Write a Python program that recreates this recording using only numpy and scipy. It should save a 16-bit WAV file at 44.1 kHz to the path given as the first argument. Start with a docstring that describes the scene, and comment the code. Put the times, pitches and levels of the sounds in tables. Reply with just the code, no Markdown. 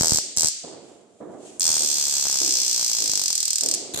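"""A stun baton is already firing close by in a hard-walled stairwell; a second brief pull follows. Cloth rustles
in the pause, then a long pull against a balloon slows as the battery sags; at the end rubber creaks in grainy slips.
Each spark is a pulse with a colour, copied along near echo paths, with a noise tail for the room, and pushes the
microphones into a low blip. Low bumps and pops join some sparks. The trigger clicks as bright noise; far thuds are
decaying low noise throughout."""
import sys
import numpy as np
from scipy import signal
from scipy.fft import rfft, irfft
from scipy.io import wavfile

SR = 44100
rng = np.random.default_rng(int(sys.argv[2]) if len(sys.argv) > 2 else 0)


def invert_db(level):
    """Linear amplitude ratio for a level in decibels (20 dB per decade), elementwise."""
    return 10 ** (np.asarray(level, dtype=float) / 20)


def store_wav(level_fs):
    """Save 16-bit WAV to argv[1]."""
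    pcm = np.round(np.clip(np.atleast_2d(level_fs), -1, 1) * 32767)
    wavfile.write(sys.argv[1], SR, pcm.T.astype(np.int16))


N = 176400

# All levels are relative, ahead of the gain in record().
# hush of the building, spectrum: hz, density_db
HUSH_SPECTRUM = [(15, -54), (25, -24), (75, 12), (171, -29), (331, 15), (515, -34), (1270, 22), (3000, -30),
                 (3900, -52), (6600, -120)]
HUSH_DB = -75

# cloth rustle: time_s, level_db
RUSTLE_LEVEL = [(0.8, -67.5), (0.878, -55), (1.082, -65.5), (1.212, -62), (1.302, -64), (1.322, -59.5),
                (1.38, -58), (1.468, -45.5), (1.59, -53)]
# cloth rustle, spectrum: hz, density_db
RUSTLE_SPECTRUM = [(880, -49), (1500, -21.5), (3210, -13), (3540, -15.5), (5200, -16), (7420, -5.5),
                   (10600, -20.5), (13000, -43), (14200, -41), (15000, -72)]

# far thuds: start_s, level_db, t60_s, boom_db
THUD_EVENTS = [(0.036, -42, 1.76, -44.5), (0.637, -37, 1.55, -51), (1.203, -37, 1.92, -38.5),
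               (1.793, -40, 0.9, -42), (2.407, -43.5, 1.4, -37), (2.998, -43.5, 1.13, -42.5),
               (3.62, -37.5, 2.35, -38)]
# far thuds, spectrum: hz, density_db
THUD_SPECTRUM = [(29, -68), (50, -30.5), (69, -26.5), (135, -15.5), (178, -12.5), (371, -5.5), (711, -9),
                 (844, -17), (1650, -31), (3000, -52), (3900, -43.5), (6600, -120)]
THUD_RISE_S, THUD_LUMPS_DB, THUD_LEFT_OVER_RIGHT_DB = 0.0091, 1.5, -4.5
THUD_CORRELATION, UPPER_T60_SHARE = 0.58, 0.89
BOOM_LOW_HZ, BOOM_HIGH_HZ = 276, 366

# rubber slipping against the baton: centre_s, level_db, length_s
RUBBER_SLIPS = [(3.939, -27.5, 0.0027), (3.946, -20.5, 0.0045), (3.953, -37.5, 0.0037),
                (3.962, -24.5, 0.007), (3.976, -20, 0.0033), (3.983, -22, 0.0024), (3.99, -20.5, 0.004),
                (3.997, -23, 0.0029)]
# resonances of the rubber skin: centre_hz, width_hz, level_db
RUBBER_RESONANCES = [(370, 300, 7.5), (3800, 610, 7), (6740, 890, 10.5), (12500, 4000, -34),
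                     (5300, 9800, 5)]

# trigger clicks: start_s, left_db, right_db
TRIGGER_CLICKS = [(.3655, -24, -19), (.496, -26, -24), (1.5961, -15, -11), (3.7475, -15, -14)]
TRIGGER_LOW_HZ, TRIGGER_HIGH_HZ, TRIGGER_T60_S = 6740, 9200, 0.021

# low bumps and pops, some along with sparks: start_s, left_height, right_height (signed, before filtering)
LOW_BUMPS = [(0, 0.1, 0.034), (.0093, -0.42, -0.24), (0.1206, -0.06, 0.6), (0.373, 0.17, -0.15),
             (0.1466, -0.19, -0.014), (0.4457, -0.26, 0.11), (1.7016, 0.045, 0.0031), (2.329, 0.02, -0.018),
             (3.095, 0.016, 0.026), (3.947, 0.005, 0.066)]
BUMP_LOW_HZ, BUMP_HIGH_HZ = 58, 231

# sparks, one sub-table per trigger pull: time_s, rate_hz
SPARK_RATES = [
    [(.0092, 83.93), (.09, 79.32), (.1854, 75.8)],
    [(.3721, 86.12), (.42, 79.88), (.4843, 76.19)],
    [(1.6065, 87.77), (1.68, 80.11), (1.8, 75.38), (2.0, 71.51), (2.3, 68.2), (2.6, 63.87), (2.9, 57.62),
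     (3.1, 52.56), (3.2, 48.41), (3.27, 45.29), (3.33, 39.62), (3.4, 39.95), (3.5, 38.75), (3.6, 38.61),
     (3.7386, 38.32)],
]
EARLIER_SPARKS, RUN_IN_SAMPLES = 8, 8820   # the first pull is already under way
# spark strength: time_s, crack_db, blip_db
SPARK_STRENGTH = [(0, -5, -6), (.2, -4, -13.5), (.37, -3.5, -16.5), (.5, -6, -11.5), (1.6, -8, -15.5),
                  (1.7, -7, -12), (1.8, -9, -16.5), (2.0, -8.5, -19.5), (2.33, -8.5, -13.5),
                  (2.5, -7.5, -21), (2.95, -8, -18), (3.2, -7.5, -18.5), (3.6, -8, -27.5),
                  (3.75, -6.5, -31)]

BLIP_LOW_HZ = (120, 450)   # left, right
BLIP_DELAY_S = (0.00013, 0.0003)   # left, right
BLIP_FLIP_SHARE = (0.04, 0.3)   # inverted blips: left, right
BLIP_HIGH_HZ_OPEN, BLIP_HIGH_HZ_BALLOON, BLIP_EDGE_HZ = 1040, 1850, 1940
BLIP_RIGHT_DB, BLIP_DRIFT_DB, BLIP_SPREAD_DB = -9.5, 1.2, 4.5
BLIP_REPEAT_S, BLIP_REPEAT_DB = 0.001453, -14.5

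# sound paths in the open: left_ms, left_db, right_ms, right_db
OPEN_PATHS = [(.2, 3, .1, 3), (.8, -11, 1.0, -7), (1.45, -9, 1.4, -14), (1.95, -5, 1.75, -5),
              (3.3, -15, 3.3, -14), (4.1, -17, 4.0, -15), (6.05, -16, 6.1, -10), (6.45, -13, 6.5, -13),
              (8.9, -17, 10.3, -17)]
# sound paths at the balloon: left_ms, left_db, right_ms, right_db
BALLOON_PATHS = [(.22, 1, .13, 1.5), (1.15, -4, 1.1, 0), (1.42, 1.5, 1.4, -2), (2.1, -7, 1.85, -3),
                 (2.6, -8, 2.6, -8), (3.4, -10, 3.5, -8), (4.35, -4, 4.3, -5), (4.8, -7, 4.7, -7),
                 (5.3, -9, 5.2, -10), (8.5, -10, 8.45, -8), (11.5, -9, 11.3, -12)]
SPARK_SPREAD_DB, PATH_SPREAD_DB, RAGGED_SHARE = 0.4, 0.5, 0.06
WANDER_MS = 0.03   # rms for a 1 ms path; grows with the root of the delay
ECHO_DULL_HZ, ECHO_DULL_SHARE = 10500, 0.17

# crack colour at each microphone: hz, left_db, right_db
CRACK_COLOUR = [(1000, -29, -37), (2285, -21.5, -21.5), (2930, -17, -16.5), (3690, -8, -12),
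                (4180, -2.5, -10), (4770, 1, -1.5), (5210, 1, 0), (5630, 7, -9.5), (5910, 3, -1),
                (7760, 1.5, -3.5), (8330, -12.5, 0), (9520, -15.5, -13), (11000, -27, -21),
                (11500, -16.5, -19.5), (13400, -13, -14.5), (14950, -17, -8), (16070, -27, -48)]
# stairwell decay: hz, t60_s
STAIRWELL_T60 = [(150, 1.6), (400, 0.37), (1000, 0.84), (2000, 1.6), (4000, 0.85), (6000, 0.49),
                 (8000, 0.79), (11000, 0.26), (15000, 0.14)]
WELL_DB_OPEN, WELL_DB_BALLOON, WELL_DELAY_S = -1.5, 3, 0.00043
SCATTER_DB_OPEN, SCATTER_DB_BALLOON, SCATTER_T60_S = -9, -2, 0.035

# extra treble as the tip faces the microphones: time_s, added_share
TIP_FACING = [(0, 0.6), (.5, 0.9), (1.6, 0.61), (2.2, 0.24), (3.0, 0.033), (3.4, 0.56), (3.75, 1)]
FACING_LOW_HZ, FACING_HIGH_HZ = 7000, 8760
# narrow band lifted by the balloon: time_s, added_share
BALLOON_RING = [(1.5, 0), (1.6, 0.15), (2.2, 0.022), (2.6, 0.65), (3.0, 0.21), (3.75, 0)]
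RING_LOW_HZ, RING_HIGH_HZ = 5080, 5630

SOUND_S = np.arange(N) / SR
RUN_S = (np.arange(N + RUN_IN_SAMPLES) - RUN_IN_SAMPLES) / SR


def rms_one(x):
    """Scales to rms 1."""
    return x / np.sqrt(np.mean(x ** 2) + 1e-20)


def at_hz(points, hz, column=1):
    """Reads a table on a log-frequency axis."""
    p = np.array(points)
    return np.interp(np.log(np.maximum(hz, 1)), np.log(p[:, 0]), p[:, column])


def at_time(points, time_s, column=1):
    """Reads a table on a time axis."""
    p = np.array(points)
    return np.interp(time_s, p[:, 0], p[:, column])


def coloured(spectrum):
    """Two unrelated noises with the given spectrum, joint rms 1."""
    hz = np.fft.rfftfreq(N, 1 / SR)
    white = rng.standard_normal((2, N))
    return rms_one(irfft(rfft(white) * invert_db(at_hz(spectrum, hz)), N))


def band(x, low_hz, high_hz, order=1):
    """Causal band-pass."""
    sos = signal.butter(order, [low_hz, high_hz], "band", fs=SR, output="sos")
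    return signal.sosfilt(sos, x + 1e-18)


def drift(rate_hz):
    """Slow chance: noise through two equal low-pass poles, rms 1."""
    r = np.exp(-2 * np.pi * rate_hz / SR)
    slow = signal.lfilter([1], [1, -2 * r, r * r], rng.standard_normal(N + SR))
    return rms_one(slow[SR:])


def fade(t, t60_s):
    """Exponential decay, 60 dB per t60_s."""
    return invert_db(-60 * t / t60_s)


def clicks(time_s, heights):
    """Pulse train on the time line with run-in."""
    length = N + RUN_IN_SAMPLES
    at = (np.asarray(time_s) * SR).astype(int) + RUN_IN_SAMPLES
    return np.bincount(np.clip(at, 0, length - 1), heights, length)


def hush():
    """Steady coloured noise: the hush of the building."""
    return invert_db(HUSH_DB) * coloured(HUSH_SPECTRUM)


def rustle():
    """Cloth hiss: coloured noise, swelling between the bursts, with a 1 dB flutter."""
    level_db = at_time(RUSTLE_LEVEL, SOUND_S) + drift(40)
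    return coloured(RUSTLE_SPECTRUM) * invert_db(level_db)


def thuds():
    """Far footsteps arrive as lumpy low reverberation that dies, the upper part sooner."""
    a, b = coloured(THUD_SPECTRUM)
    right = THUD_CORRELATION * a + np.sqrt(1 - THUD_CORRELATION ** 2) * b
    half_db = THUD_LEFT_OVER_RIGHT_DB / 2
    pair = np.array([a, right]) * invert_db([[half_db], [-half_db]])
    parts = [(20, 800, 1, False), (800, 6000, UPPER_T60_SHARE, False), (BOOM_LOW_HZ, BOOM_HIGH_HZ, 1, True)]
    out = 0
    for low_hz, high_hz, t60_share, is_boom in parts:
        power = 0
        for start_s, level_db, t60_s, boom_db in THUD_EVENTS:
            since_s = SOUND_S - start_s
            height = invert_db(boom_db if is_boom else level_db) * fade(np.clip(since_s, 0, 9), t60_s * t60_share)
            power = power + height ** 2 * np.clip(since_s / THUD_RISE_S, 0, 1)
        lumps = invert_db(THUD_LUMPS_DB * drift(27))
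        out = out + band(pair, low_hz, high_hz) * np.sqrt(power) * lumps
    return out


def rubber():
    """Slips are short grainy swells through the resonances of the skin."""
    swell = 0
    for centre_s, level_db, length_s in RUBBER_SLIPS:
        swell = swell + invert_db(level_db) * np.exp(-2 * ((SOUND_S - centre_s) / length_s) ** 2)
    grit = rng.standard_normal((2, N)) * invert_db(1.8 * rng.standard_normal(N))
    tone = 0
    for hz, width_hz, level_db in RUBBER_RESONANCES:
        tone = tone + invert_db(level_db) * rms_one(band(grit, hz - width_hz / 2, hz + width_hz / 2))
    return swell * rms_one(tone)


def trigger():
    """The plastic switch snaps with a short bright rattle of decaying noise."""
    swell = 0
    for start_s, *side_db in TRIGGER_CLICKS:
        since_s = SOUND_S - start_s
        swell = swell + invert_db(np.c_[side_db]) * (since_s > 0) * fade(np.clip(since_s, 0, 1), TRIGGER_T60_S)
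    white = rng.standard_normal((2, N))
    bright = rms_one(band(white, TRIGGER_LOW_HZ, TRIGGER_HIGH_HZ, order=2))
    broad = rms_one(band(white, 2000, 14000))
    return swell * (bright + 0.1 * broad)


def low_bumps():
    """Low bumps and pops, some along with sparks: pulses through two low band-passes."""
    start_s, left, right = np.transpose(LOW_BUMPS)
    pulses = np.array([clicks(start_s, left), clicks(start_s, right)])
    low = band(band(pulses, BUMP_LOW_HZ, BUMP_HIGH_HZ), 40, BUMP_HIGH_HZ * 1.5)
    return low * SR / (3 * BUMP_HIGH_HZ)


def blips(spark_s, high_hz):
    """Each spark pushes the microphones into a low blip, with a weaker repeat; thinner on the right."""
    swing_db = BLIP_DRIFT_DB * drift(15.8)[(np.abs(spark_s) * SR).astype(int)]
    level = invert_db(at_time(SPARK_STRENGTH, spark_s, column=2) + swing_db)
    shape = (len(spark_s), 2)
    heights = invert_db(BLIP_SPREAD_DB * rng.uniform(-2.22, 1, shape)) * level[:, None] * invert_db([0, BLIP_RIGHT_DB])
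    heights = heights * np.where(rng.random(shape) < BLIP_FLIP_SHARE, -1, 1)
    pair = []
    for side in (0, 1):
        first = clicks(spark_s + BLIP_DELAY_S[side], heights[:, side])
        again = clicks(spark_s + BLIP_REPEAT_S, heights[:, side] * invert_db(BLIP_REPEAT_DB))
        pair.append(band(first + again, BLIP_LOW_HZ[side], high_hz) * SR / (3 * high_hz))
    return band(np.array(pair), 20, BLIP_EDGE_HZ, order=3)


def spark_times(rows):
    """A spark jumps each time the summed rate passes a whole number."""
    time_s, rate_hz = np.transpose(rows)
    t = np.arange(time_s[0], time_s[-1] + 0.005, 1e-4)
    turns = np.cumsum(np.interp(t, time_s, rate_hz)) * 1e-4
    return np.interp(np.arange(int(turns[-1]) + 1), turns, t)


def crack_pulse(column):
    """Causal (minimum-phase) pulse with the crack's colour, height 1, by folding the cepstrum."""
    size = 2048
    hz = np.fft.rfftfreq(size, 1 / SR)
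    cepstrum = irfft(np.log(invert_db(at_hz(CRACK_COLOUR, hz, column))))
    cepstrum[1:size // 2] *= 2
    cepstrum[size // 2 + 1:] = 0
    pulse = irfft(np.exp(rfft(cepstrum)))[:size // 2]
    return pulse / np.abs(pulse).max()


def stairwell():
    """Room response: bands of noise, each dying at its own rate; mean energy per side 1."""
    t = np.arange(SR) / SR
    edges_hz = np.geomspace(500, 17000, 12)
    out = 0
    for low_hz, high_hz in zip(edges_hz, edges_hz[1:]):
        noise = band(rng.standard_normal((2, SR)), low_hz, high_hz, order=2)
        out = out + noise * fade(t, at_hz(STAIRWELL_T60, np.sqrt(low_hz * high_hz)))
    out = out * np.clip(t / WELL_DELAY_S - 1, 0, 1)
    return out / np.sqrt(np.sum(out ** 2) / 2)


def near_scatter():
    """Dense scatter off near things: white noise dying fast; mean energy per side 1."""
    t = np.arange(SR) / SR
    noise = rng.standard_normal((2, SR)) * fade(t, SCATTER_T60_S) * np.clip(t / 0.001, 0, 1)
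    return rms_one(noise) / np.sqrt(SR)


def cracks(spark_s, paths, well_db, scatter_db, room):
    """Ragged sparks reach each microphone by paths of alternating sign, scatter, then fill the room."""
    count = len(spark_s)
    level_db = at_time(SPARK_STRENGTH, spark_s) + SPARK_SPREAD_DB * rng.standard_normal(count)
    level = invert_db(level_db)
    spark_s = np.round(spark_s * SR) / SR + 0.5 / SR   # whole samples keep the path spacing
    drift_at = (np.abs(spark_s) * SR).astype(int)
    ragged = np.c_[np.ones(count), RAGGED_SHARE * rng.standard_normal((count, 4))]
    direct, echoes = np.zeros((2, 2, N + RUN_IN_SAMPLES))
    for n, path in enumerate(paths):
        gain = (-1) ** n * level * invert_db(PATH_SPREAD_DB * rng.standard_normal(count))
        shift_ms = WANDER_MS * path[0] ** 0.5 * drift(0.5)[drift_at]   # the hand moves
        arrivals = echoes if n else direct
        for side in (0, 1):
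            delay_ms, path_db = path[2 * side:2 * side + 2]
            arrive_s = spark_s + (delay_ms + shift_ms) / 1000
            for k in range(5):
                arrivals[side] += clicks(arrive_s + k / SR, gain * ragged[:, k] * invert_db(path_db))
    high_pass = signal.butter(2, ECHO_DULL_HZ, "high", fs=SR, output="sos")
    echo_top = signal.sosfiltfilt(high_pass, echoes + 1e-18)
    out = direct + echoes - ECHO_DULL_SHARE * echo_top
    out += at_time(TIP_FACING, RUN_S) * band(out, FACING_LOW_HZ, FACING_HIGH_HZ)
    source = sum(clicks(spark_s + k / SR, level * ragged[:, k]) for k in range(5))
    around = invert_db(well_db) * room + invert_db(scatter_db) * near_scatter()
    return out + signal.fftconvolve(source[None], around)[:, :N + RUN_IN_SAMPLES]


def baton():
    """All sparks as coloured cracks in the air, with their low blips and the low bumps."""
    first, second, long = [spark_times(rows) for rows in SPARK_RATES]
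    first_rate_hz = SPARK_RATES[0][0][1]
    earlier = first[0] - np.arange(EARLIER_SPARKS, 0, -1) / first_rate_hz
    brief = np.r_[earlier, first, second]
    room = stairwell()
    train = cracks(brief, OPEN_PATHS, WELL_DB_OPEN, SCATTER_DB_OPEN, room)
    train = train + cracks(long, BALLOON_PATHS, WELL_DB_BALLOON, SCATTER_DB_BALLOON, room)
    sides = [signal.fftconvolve(train[k], crack_pulse(k + 1)) for k in (0, 1)]
    air = np.array(sides)[:, :N + RUN_IN_SAMPLES]
    air += at_time(BALLOON_RING, RUN_S) * band(air, RING_LOW_HZ, RING_HIGH_HZ)
    lows = blips(brief, BLIP_HIGH_HZ_OPEN) + blips(long, BLIP_HIGH_HZ_BALLOON) + low_bumps()
    return (air + lows)[:, RUN_IN_SAMPLES:]


def scene():
    """Everything at the two microphones."""
    return hush() + rustle() + thuds() + rubber() + trigger() + baton()


def roll_off(x):
    """The treble ends steeply here."""
    return signal.sosfilt(signal.butter(12, 15900, fs=SR, output="sos"), x)


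def record(dry):
    """Peaks are rounded, then the top is cut."""
    rounded = 1.32 * np.tanh(dry / 1.59)
    low_pass = signal.cheby2(10, 60, 15820, fs=SR, output="sos")   # 60 dB down from 15820 Hz
    mix = signal.sosfilt(low_pass, rounded)
    return roll_off(mix)


dry = scene()
out = record(dry)
store_wav(out)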